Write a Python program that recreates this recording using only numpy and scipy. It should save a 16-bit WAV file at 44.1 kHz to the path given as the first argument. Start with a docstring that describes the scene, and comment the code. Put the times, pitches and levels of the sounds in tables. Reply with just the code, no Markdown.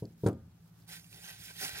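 """Two dull knocks with bounces come first: a gloved hand sets a metal part on a wooden bench, loose bits ticking.
Then the hands pick up a paper rag, at the right microphone, and crumple it in strokes.
A machine hums and throbs nearby in the workshop, over low rumble and microphone hiss.
Knocks ring the modes of the board, ticks are noise bursts through the modes of the metal,
paper is filtered grains, short tones and snaps, and the machine is a row of throbbing harmonics."""
import sys
import numpy as np
from scipy import signal
from scipy.fft import rfft, irfft, next_fast_len
from scipy.io import wavfile
from scipy.ndimage import uniform_filter1d, map_coordinates

SR = 44100
rng = np.random.default_rng(int(sys.argv[2]) if len(sys.argv) > 2 else 0)


def wav_out(sig):
    """Save sig, one row per channel (or a flat mono array), as 16-bit PCM at SR to the path in sys.argv[1]."""
    wavfile.write(sys.argv[1], SR, np.round(np.clip(np.atleast_2d(sig).T, -1, 1) * 32767).astype(np.int16))


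N = 79380
T = np.arange(N) / SR


def amp(db):
    """Decibels to amplitude."""
    return 10 ** (np.asarray(db) / 20)


def unit(x):
    """Scale to an RMS of one."""
    return x / np.sqrt(np.mean(x ** 2) + 1e-20)


def along(points, hz):
    """Read (frequency [Hz], value) points on a log frequency axis."""
    f, value = np.transpose(points)
    return np.interp(np.log(hz + 1), np.log(f + 1), value)


def curves(rows):
    """One value per sample for each column after the time; flat beyond the ends."""
    s, *cols = np.transpose(rows)
    return [np.interp(T, s, c) for c in cols]


def wobble(rate):
    """A smooth random curve with `rate` knots a second."""
    knots = rng.standard_normal(int(N * rate / SR) + 4)
    return map_coordinates(knots, [T * rate])


def filtered(x, response):
    """Multiply the spectrum of x by a (complex) response of frequency."""
    m = next_fast_len(N + 8192)
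    return irfft(rfft(x, m) * response(np.fft.rfftfreq(m, 1 / SR)), m)[..., :N]


def spread(pair, alike):
    """Mix two signals as mid and side; unrelated ones get the given left-right likeness."""
    turn = lambda hz: np.arccos(np.clip(along(alike, hz), -1, 1)) / 2
    mid, side = filtered(pair, lambda hz: np.array([np.cos(turn(hz)), np.sin(turn(hz))]))
    return np.array([mid + side, mid - side])


def patchy(patchy_db):
    """Two noises sharing patches of random gain in time and frequency."""
    z = signal.stft(rng.standard_normal((2, N)), nperseg=256)[2]
    field = uniform_filter1d(rng.standard_normal(z.shape[1:]), size=4, axis=0)
    field = uniform_filter1d(field, size=8, axis=1)
    noise = signal.istft(z * amp(patchy_db * unit(field)), nperseg=256)[1]
    return unit(noise[:, :N])


def crackle(per_s, scatter_db):
    """Two trains of tiny clicks at shared moments, with a few much larger than the rest."""
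    when = rng.random(N) < per_s / SR
    size = when * amp(scatter_db * np.minimum(rng.exponential(size=N), 3))
    burst = signal.lfilter([1], [1, -.8], size)
    return unit(burst * rng.standard_normal((2, N)))


def clicks(rows, t60, spread_oct, crack_db):
    """Short rings: three partials, one on the pitch and two scattered, with a burst of noise."""
    out, t = np.zeros(N + SR), np.arange(SR // 10) / SR
    for s, db, hz in rows:
        partials = hz * 2 ** (spread_oct * rng.standard_normal((3, 1)) * [[0], [1], [2]])
        ring = np.sin(2 * np.pi * np.minimum(partials, SR / 3) * t).sum(0) / 2
        ring = ring + amp(crack_db) * rng.standard_normal(len(t))
        rise = 1 - np.exp(-t / 0.00039)
        out[round(s * SR):][:len(t)] += amp(db - 60 * t / t60) * ring * rise
    return out[:N]


def dying(table, pair):
    """Noise whose every band has its own level and decay."""
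    hz, t, z = signal.stft(pair, SR, nperseg=256)
    f, db, t60 = np.transpose(table)
    shape = along(np.c_[f, db], hz)[:, None] - 60 * t / along(np.c_[f, t60], hz)[:, None]
    return signal.istft(z * amp(shape), SR, nperseg=256)[1][..., :pair.shape[-1]]


# Colour of the workshop rumble and microphone hiss: (frequency [Hz], relative density [dB per Hz])
AIR_COLOUR = [(18, -58), (30, -68), (49, -12), (112, -8.5), (174, -5), (245, -23), (345, -20.5),
              (600, -29.5), (702, -26), (1720, -33), (2010, -36.5), (2290, -35.5), (16000, -47.5)]
# How alike the air is at the two microphones: (frequency [Hz], left-right likeness [-1 to 1])
AIR_LIKENESS = [(60, 0.95), (180, 0.91), (550, 0.31), (1650, 0.48), (4970, -0.5), (15000, -0.68)]
AIR_DB = -63.5


def air():
    """Workshop rumble and microphone hiss: steady coloured noise, partly shared by left and right."""
    noise = filtered(patchy(patchy_db=1.36), lambda hz: amp(along(AIR_COLOUR, hz)))
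    return amp(AIR_DB) * unit(spread(noise, AIR_LIKENESS))


# Harmonics of the nearby motor: (multiple of HUM_HZ, relative level [dB], throb depth [0-1])
HUM_HARMONICS = [(1, -85, 0), (2, -67, 0.05), (3, -65, 0.92), (5, -82.5, 0.4)]
HUM_HZ, HUM_GAIN_DB = 55.33, 4.0
THROB_HZ, THROB_PEAK_S = 11.7, .555
UNEVEN = 0.15  # every second throb is stronger


def machine():
    """Harmonics of a motor, swelling with a slower cycle and each drifting in level."""
    turn = 2 * np.pi * THROB_HZ * (T - THROB_PEAK_S)
    throb = np.cos(turn) + UNEVEN * np.cos(turn / 2 + np.pi)
    hum = np.zeros(N)
    for k, db, depth in HUM_HARMONICS:
        level = amp(db + HUM_GAIN_DB + 2.87 * wobble(8.77))
        tone = np.sin(2 * np.pi * (round(k) * HUM_HZ * T + rng.random()))
        hum += level * (1 + depth * throb) * tone
    return hum


# How long the workshop answers: (frequency [Hz], decay by 60 dB [s])
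SHOP_DECAY = [(100, 0.78), (500, 0.28), (2000, 0.59), (10000, 0.14)]
# How alike the answer is at the two microphones: (frequency [Hz], left-right likeness [-1 to 1])
SHOP_LIKENESS = [(100, 1), (500, 0.89), (2000, .4), (8000, 0.76)]
SHOP_DB = -22.5


def shop(x):
    """The room's answer, 300 samples late; each frequency dies at its own speed."""
    noise = spread(rng.standard_normal((2, N)), SHOP_LIKENESS)[:, :SR // 2]
    hz, t, z = signal.stft(noise, SR, nperseg=512)
    decay = amp(-60 * t / along(SHOP_DECAY, hz)[:, None])
    tail = signal.istft(z * decay, SR, nperseg=512)[1]
    late = np.pad(x, (300, 0))[None]
    return signal.fftconvolve(late, tail / np.linalg.norm(tail[0]), axes=1)[:, :N]


# Latex creeping as the fingers hold and let go: (time [s], level [dB])
GLOVE_CREEP = [(0, -62), (.03, -71.5), (.13, -72), (.15, -78), (.214, -66.5), (.26, -61.5), (.285, -57),
               (.31, -71), (.35, -77), (.586, -75.5), (.688, -69.5), (.718, -75.5), (.804, -66.5),
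               (.86, -71)]
# Colour of the latex: (frequency [Hz], relative density [dB per Hz])
LATEX_COLOUR = [(880, -34), (1500, -8), (2160, -14.5), (5120, -10), (8830, -14.5), (12100, -9.5),
                (16000, -13.5)]


def glove():
    """Faint dry creep of latex: noise and tiny clicks above 1200 Hz, a little stronger at the right."""
    level_db, = curves(GLOVE_CREEP)
    grit = patchy(patchy_db=1.5) + amp(-4) * crackle(per_s=900, scatter_db=5)
    grit = unit(filtered(grit, lambda hz: amp(along(LATEX_COLOUR, hz)) * (hz > 1200)))
    balance = amp([[-1], [1]])  # dB, left and right
    return amp(level_db) * (T < GLOVE_CREEP[-1][0]) * grit * balance


NEAR_DB, NEAR_T60 = -5, 0.05  # dB, s


def nearby(pair):
    """A dense, short cluster of echoes off the bench top and tools, partly its own at each microphone."""
    t = np.arange(SR // 8) / SR
    tail = amp(-60 * t / NEAR_T60) * rng.standard_normal((2, len(t))) * (t > .001)
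    tail = amp(NEAR_DB) * (tail[0] + 0.7 * tail) / np.linalg.norm(tail[0]) / 1.53
    return pair + signal.fftconvolve(pair, tail, axes=1)[:, :N]


PLUCKS_PER_S = 540  # before those under 1200 Hz are dropped
PLUCK_HZ, PLUCK_OCT = 1900, 0.9  # middle pitch and its scatter in octaves
PLUCK_CYCLES, PLUCK_SCATTER_DB = 18, 3


def plucks():
    """Taut patches of paper ringing briefly: many damped tones scattered in time and pitch."""
    rows, t = rng.random((2000, 2)), np.arange(700) / SR
    hz = PLUCK_HZ * 2 ** (PLUCK_OCT * rng.standard_normal((2000, 1)))
    kept = (hz > 1200) * (rows[:, 1:] < PLUCKS_PER_S * N / SR / 2000)
    size = amp(PLUCK_SCATTER_DB * rng.standard_normal((2000, 1))) * kept
    fade = np.exp(-t * hz * 3 / PLUCK_CYCLES)
    tone = size * fade * np.sin(2 * np.pi * np.minimum(hz, SR / 3) * t)
    at = (rows[:, :1] * N).astype(int) + np.arange(700)
    return unit(np.bincount(at.ravel(), tone.ravel())[:N])


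# Strokes of the rag: (time [s], relative rubbing level [dB], treble tilt [dB], low body tilt [dB])
RAG_STROKES = [(0.862, -82, -1, -4), (0.885, -61, 1.5, -9.5), (0.922, -51.5, -2.5, -9),
               (0.968, -52.5, -4, -17), (0.99, -62.5, 0.5, -8), (1.03, -72, 5.5, -11),
               (1.052, -74.5, 9.5, 0), (1.098, -73, 7, -14), (1.136, -65.5, 3, -3), (1.196, -60.5, 0, -11),
               (1.3, -51.5, -3, -11), (1.362, -61, -3, -9.5), (1.442, -57.5, 2.5, -21),
               (1.512, -54, -3, -7.5), (1.524, -61.5, 1, -16), (1.57, -56.5, -1, -13.5),
               (1.614, -45, 0, -11.5), (1.642, -44, 0.5, -4.5), (1.718, -48, -5.5, -15.5),
               (1.746, -51, -2.5, -7), (1.754, -46, -10, -9.5), (1.786, -46, -5.5, -13.5),
               (1.8, -47, -4, -8)]
# Colour of the paper: (frequency [Hz], relative density [dB per Hz])
PAPER_COLOUR = [(200, -18.5), (350, -7.5), (520, -11.5), (700, -2), (880, 0), (1150, -6.5), (1500, 0),
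                (1900, 2), (2600, 2), (3400, 1.5), (5200, 2), (7500, -2), (10500, 1), (13800, -1.5),
                (16000, -4.5)]
# Creases snapping: (time [s], relative level [dB], pitch [Hz])
CREASE_SNAPS = [(0.9953, -41.5, 5530), (1.044, -48, 2760), (1.0645, -47.5, 6150), (1.128, -41, 2700),
                (1.1444, -42.5, 4380), (1.283, -54, 1680), (1.291, -44, 3780), (1.367, -53, 1690),
                (1.5056, -46, 8600), (1.5658, -36.5, 3470), (1.6188, -39.5, 1930), (1.6285, -29.5, 2400),
                (1.643, -41, 1450), (1.6484, -29, 2930), (1.6637, -33, 1970), (1.68, -31, 3460),
                (1.6927, -28, 1870), (1.752, -40, 1510)]
# How alike the rubbing is before it is placed: (frequency [Hz], left-right likeness [-1 to 1])
RAG_LIKENESS = [(300, 1), (1000, 0.87), (3600, 0.42), (6000, 0.99), (9000, 0.066), (16000, 0.089)]
# How far the left microphone lags the right: (frequency [Hz], phase lag [radians])
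RAG_LEFT_LAG = [(200, -0.5), (350, 0.9), (700, 1.1), (1050, 3), (1400, 1.42), (2100, 1.5), (3600, 3),
                (5200, 4.5), (8600, 5), (16000, 11.5)]
# The left microphone against the right: (frequency [Hz], left over right [dB])
RAG_LEFT_LEVEL = [(60, -21), (150, 8), (380, -0.5), (950, -2), (2380, -4), (5980, -5.5), (15000, -10)]
GRAINS_PER_S, GRAIN_DB, GRAIN_SCATTER_DB = 1500, -6.5, 6
RUB_GAIN_DB, PLUCK_GAIN_DB = 1.5, 4.0 - 8.5


def rag():
    """Dense fibre grains, ringing patches and crease snaps, mostly earlier and brighter at the right."""
    rub_db, treble_db, low_db = curves(RAG_STROKES)
    started = T > RAG_STROKES[0][0]
    colour = lambda hz: amp(along(PAPER_COLOUR, hz))
    grit = patchy(patchy_db=2.5) + amp(GRAIN_DB) * crackle(GRAINS_PER_S, GRAIN_SCATTER_DB)
    # Three bands, so that each stroke can tilt its own treble and low body.
    high = lambda hz: 1 / (1 + (5000 / (hz + 1)) ** 4)
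    low = lambda hz: 1 / (1 + (hz / 1200) ** 4)
    paper = lambda band: filtered(grit, lambda hz: colour(hz) * band(hz))
    body = paper(lambda hz: 1 - high(hz) - low(hz))
    tilt = lambda db: amp(db - np.mean(db[started]))
    rub = body + tilt(treble_db) * paper(high) + tilt(low_db) * paper(low)
    rub = rub / np.std(body) * amp(rub_db + RUB_GAIN_DB + 1.06 * wobble(44.81)) * started
    rub = rub + amp(rub_db + PLUCK_GAIN_DB) * started * unit(filtered(plucks(), colour))
    snaps = filtered(clicks(CREASE_SNAPS, t60=0.012, spread_oct=0.412, crack_db=-1.5), colour)
    pair = nearby(spread(rub * [[1], [.8]], RAG_LIKENESS) + snaps)

    def microphones(hz):
        left = amp(along(RAG_LEFT_LEVEL, hz)) * np.exp(-1j * along(RAG_LEFT_LAG, hz))
        return np.array([left, 1 + 0 * hz])
    return filtered(pair, microphones)


# Modes of the metal part: (frequency [Hz], width [Hz], relative level [dB])
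PART_MODES = [(1570, 540, 7), (2280, 770, 4), (3270, 380, 2), (4090, 720, 3.5), (5020, 490, 0.5),
              (6300, 690, -1.5), (7390, 320, 4), (8820, 700, 5), (12500, 4000, -21)]
# Loose metal ticking: (time [s], peak [dB], tilt [dB per octave from 5 kHz]);
# tilt over 0 is brighter, under 0 narrower
METAL_TICKS = [(0.053, -50.5, -21), (0.2464, -59, -23), (0.2627, -37.5, -3), (0.2651, -34, -2),
               (0.272, -37, 6), (0.2802, -45, 6), (0.2858, -39.5, 1), (0.3297, -56, 1.5),
               (0.514, -67.5, -10.5), (0.821, -58, -29)]
TICK_T60, TICK_RISE_S = .013, .0004  # s


def ticks():
    """Loose pieces rattle on the part: short bursts through its modes, mixed anew each time."""
    out, t = np.zeros(N + SR), np.arange(4096) / SR
    f = np.fft.rfftfreq(len(t), 1 / SR)
    lean = lambda db, octaves: db * (octaves if db > 0 else abs(octaves))
    for s, db, tilt_db in METAL_TICKS:
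        burst = amp(-60 * t / TICK_T60) * (1 - np.exp(-t / TICK_RISE_S)) * rng.standard_normal(len(t))
        modes = 0
        for k, (hz, width, level) in enumerate(PART_MODES):
            mode_db = level + lean(tilt_db, np.log2(hz / 5000)) + rng.normal(0, 0.6)
            resonance = 1j * f * width / (hz * hz - f * f + 1j * f * width)
            modes = modes + (-1) ** k * amp(mode_db) * resonance  # neighbours in opposite polarity
        ring = irfft(rfft(burst) * modes)
        out[round(s * SR):][:len(t)] += amp(db) * ring / np.abs(ring).max()
    return out[:N]


# Knocks and bounces on the bench: (time [s], relative strength [dB], contact [ms])
BENCH_BLOWS = [(0.0232, -23.5, 1.47), (0.0392, -28.5, 2.43), (0.0471, -35, 3), (0.057, -43, 2.1),
               (0.2359, -18, 1.32), (0.251, -21.5, 2.44), (0.2625, -9.5, 0.98), (0.2715, -23.5, 0.73),
               (0.2801, -17, 1.49), (0.2837, -31, 1.23)]
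# Modes of the board: (frequency [Hz], relative level [dB], decay by 60 dB [s])
BENCH_MODES = [(83.7, -25, 0.87), (112.5, -4, 0.12), (146.5, 5.5, 0.07), (189, -4, 0.17), (227, -23, 0.36),
               (262.6, -16, 0.18), (307.6, -4.5, 0.12), (342.4, -10.5, 0.115), (395.4, 3, 0.044),
               (443.4, 6.5, 0.029), (541, -23.5, 0.29), (645, -24, 0.22), (766, -7.5, 0.038),
               (932, -2.5, 0.05), (1217, -27, .42), (1420, -1, 0.05), (1555, 9, 0.018)]
# Dense small modes of the board: (frequency [Hz], relative level [dB], decay by 60 dB [s])
BOARD_RUMBLE = [(60, -27, 0.1), (119, 0, 0.54), (274, 9, 0.19), (560, 6.5, 0.16), (970, 2, 0.12),
                (1290, 9.5, 0.11), (2020, 14.5, 0.069), (3120, 30, 0.11)]
# Body leaning on the bench: (time [s], nominal peak [dB])
BODY_BUMPS = [(0.45, -54), (1.4, -50), (1.579, -64), (1.7316, -42.5)]
MODE_LAG = .7  # radians
SWELL_S = .0025  # the board takes a moment to ring
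RUMBLE_DB, RUMBLE_RISE_S = 3, .006
BUMP_HZ, BUMP_T60 = 78.7, 0.058


def knocks():
    """Each soft push on the board rings its modes and a dense rumble; short contact is brighter."""
    out, t = np.zeros(N + SR), np.arange(SR // 2) / SR
    for s, db, ms in BENCH_BLOWS:
        ring = np.zeros(len(t))
        for hz, level, t60 in BENCH_MODES:
            fade = amp(level + rng.normal(0, 1) - 60 * t / t60)
            ring += fade * np.cos(2 * np.pi * hz * t - MODE_LAG)
        ring *= 1 - 0.75 * np.exp(-t / SWELL_S)
        rumble = dying(BOARD_RUMBLE, rng.standard_normal(len(t)))
        ring += amp(RUMBLE_DB) * rumble * (1 - np.exp(-t / RUMBLE_RISE_S))
        push = np.exp(-(t[:400] * 1000 / ms * 3 - 2) ** 2)
        knock = signal.fftconvolve(ring, push / push.sum())[:len(t)]
        out[round(s * SR):][:len(t)] -= amp(db - 9) * knock
    for s, db in BODY_BUMPS:
        fade = amp(db + 7 - 60 * t / BUMP_T60) * (1 - np.exp(-t / 0.002))
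        out[round(s * SR):][:len(t)] -= fade * np.sin(2 * np.pi * BUMP_HZ * t)
    return filtered(out[:N], lambda hz: hz ** 4 / (hz ** 4 + 66 ** 4))  # thin out below 66 Hz


# How far the knocks lead at the right microphone: (frequency [Hz], phase lead [radians])
KNOCK_RIGHT_LEAD = [(100, 0), (300, 0.27), (600, 0.43), (1900, 1)]


def bench_at_microphones(wood):
    """The board at the two microphones: nearly equal levels, the right ahead in phase."""
    balance = amp([[.3], [-.3]])  # dB, left and right
    lead = lambda hz: np.outer([-1, 1], along(KNOCK_RIGHT_LEAD, hz))
    return filtered(wood, lambda hz: balance * np.exp(.5j * lead(hz)))


def scene():
    """Bench and metal up close with the room's answer, then glove, rag, machine and air."""
    wood, metal = knocks(), ticks()
    metal_pair = np.array([metal, np.roll(metal, 1)])  # one sample later at the right
    near = bench_at_microphones(wood) + metal_pair
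    return near + amp(SHOP_DB) * shop(wood + metal) + glove() + rag() + machine() + air()


def record(dry):
    """The recorder keeps nothing from its band limit upward."""
    top_hz = 15870
    return filtered(dry, lambda hz: hz < top_hz)


dry = scene()
out = record(dry)
wav_out(out)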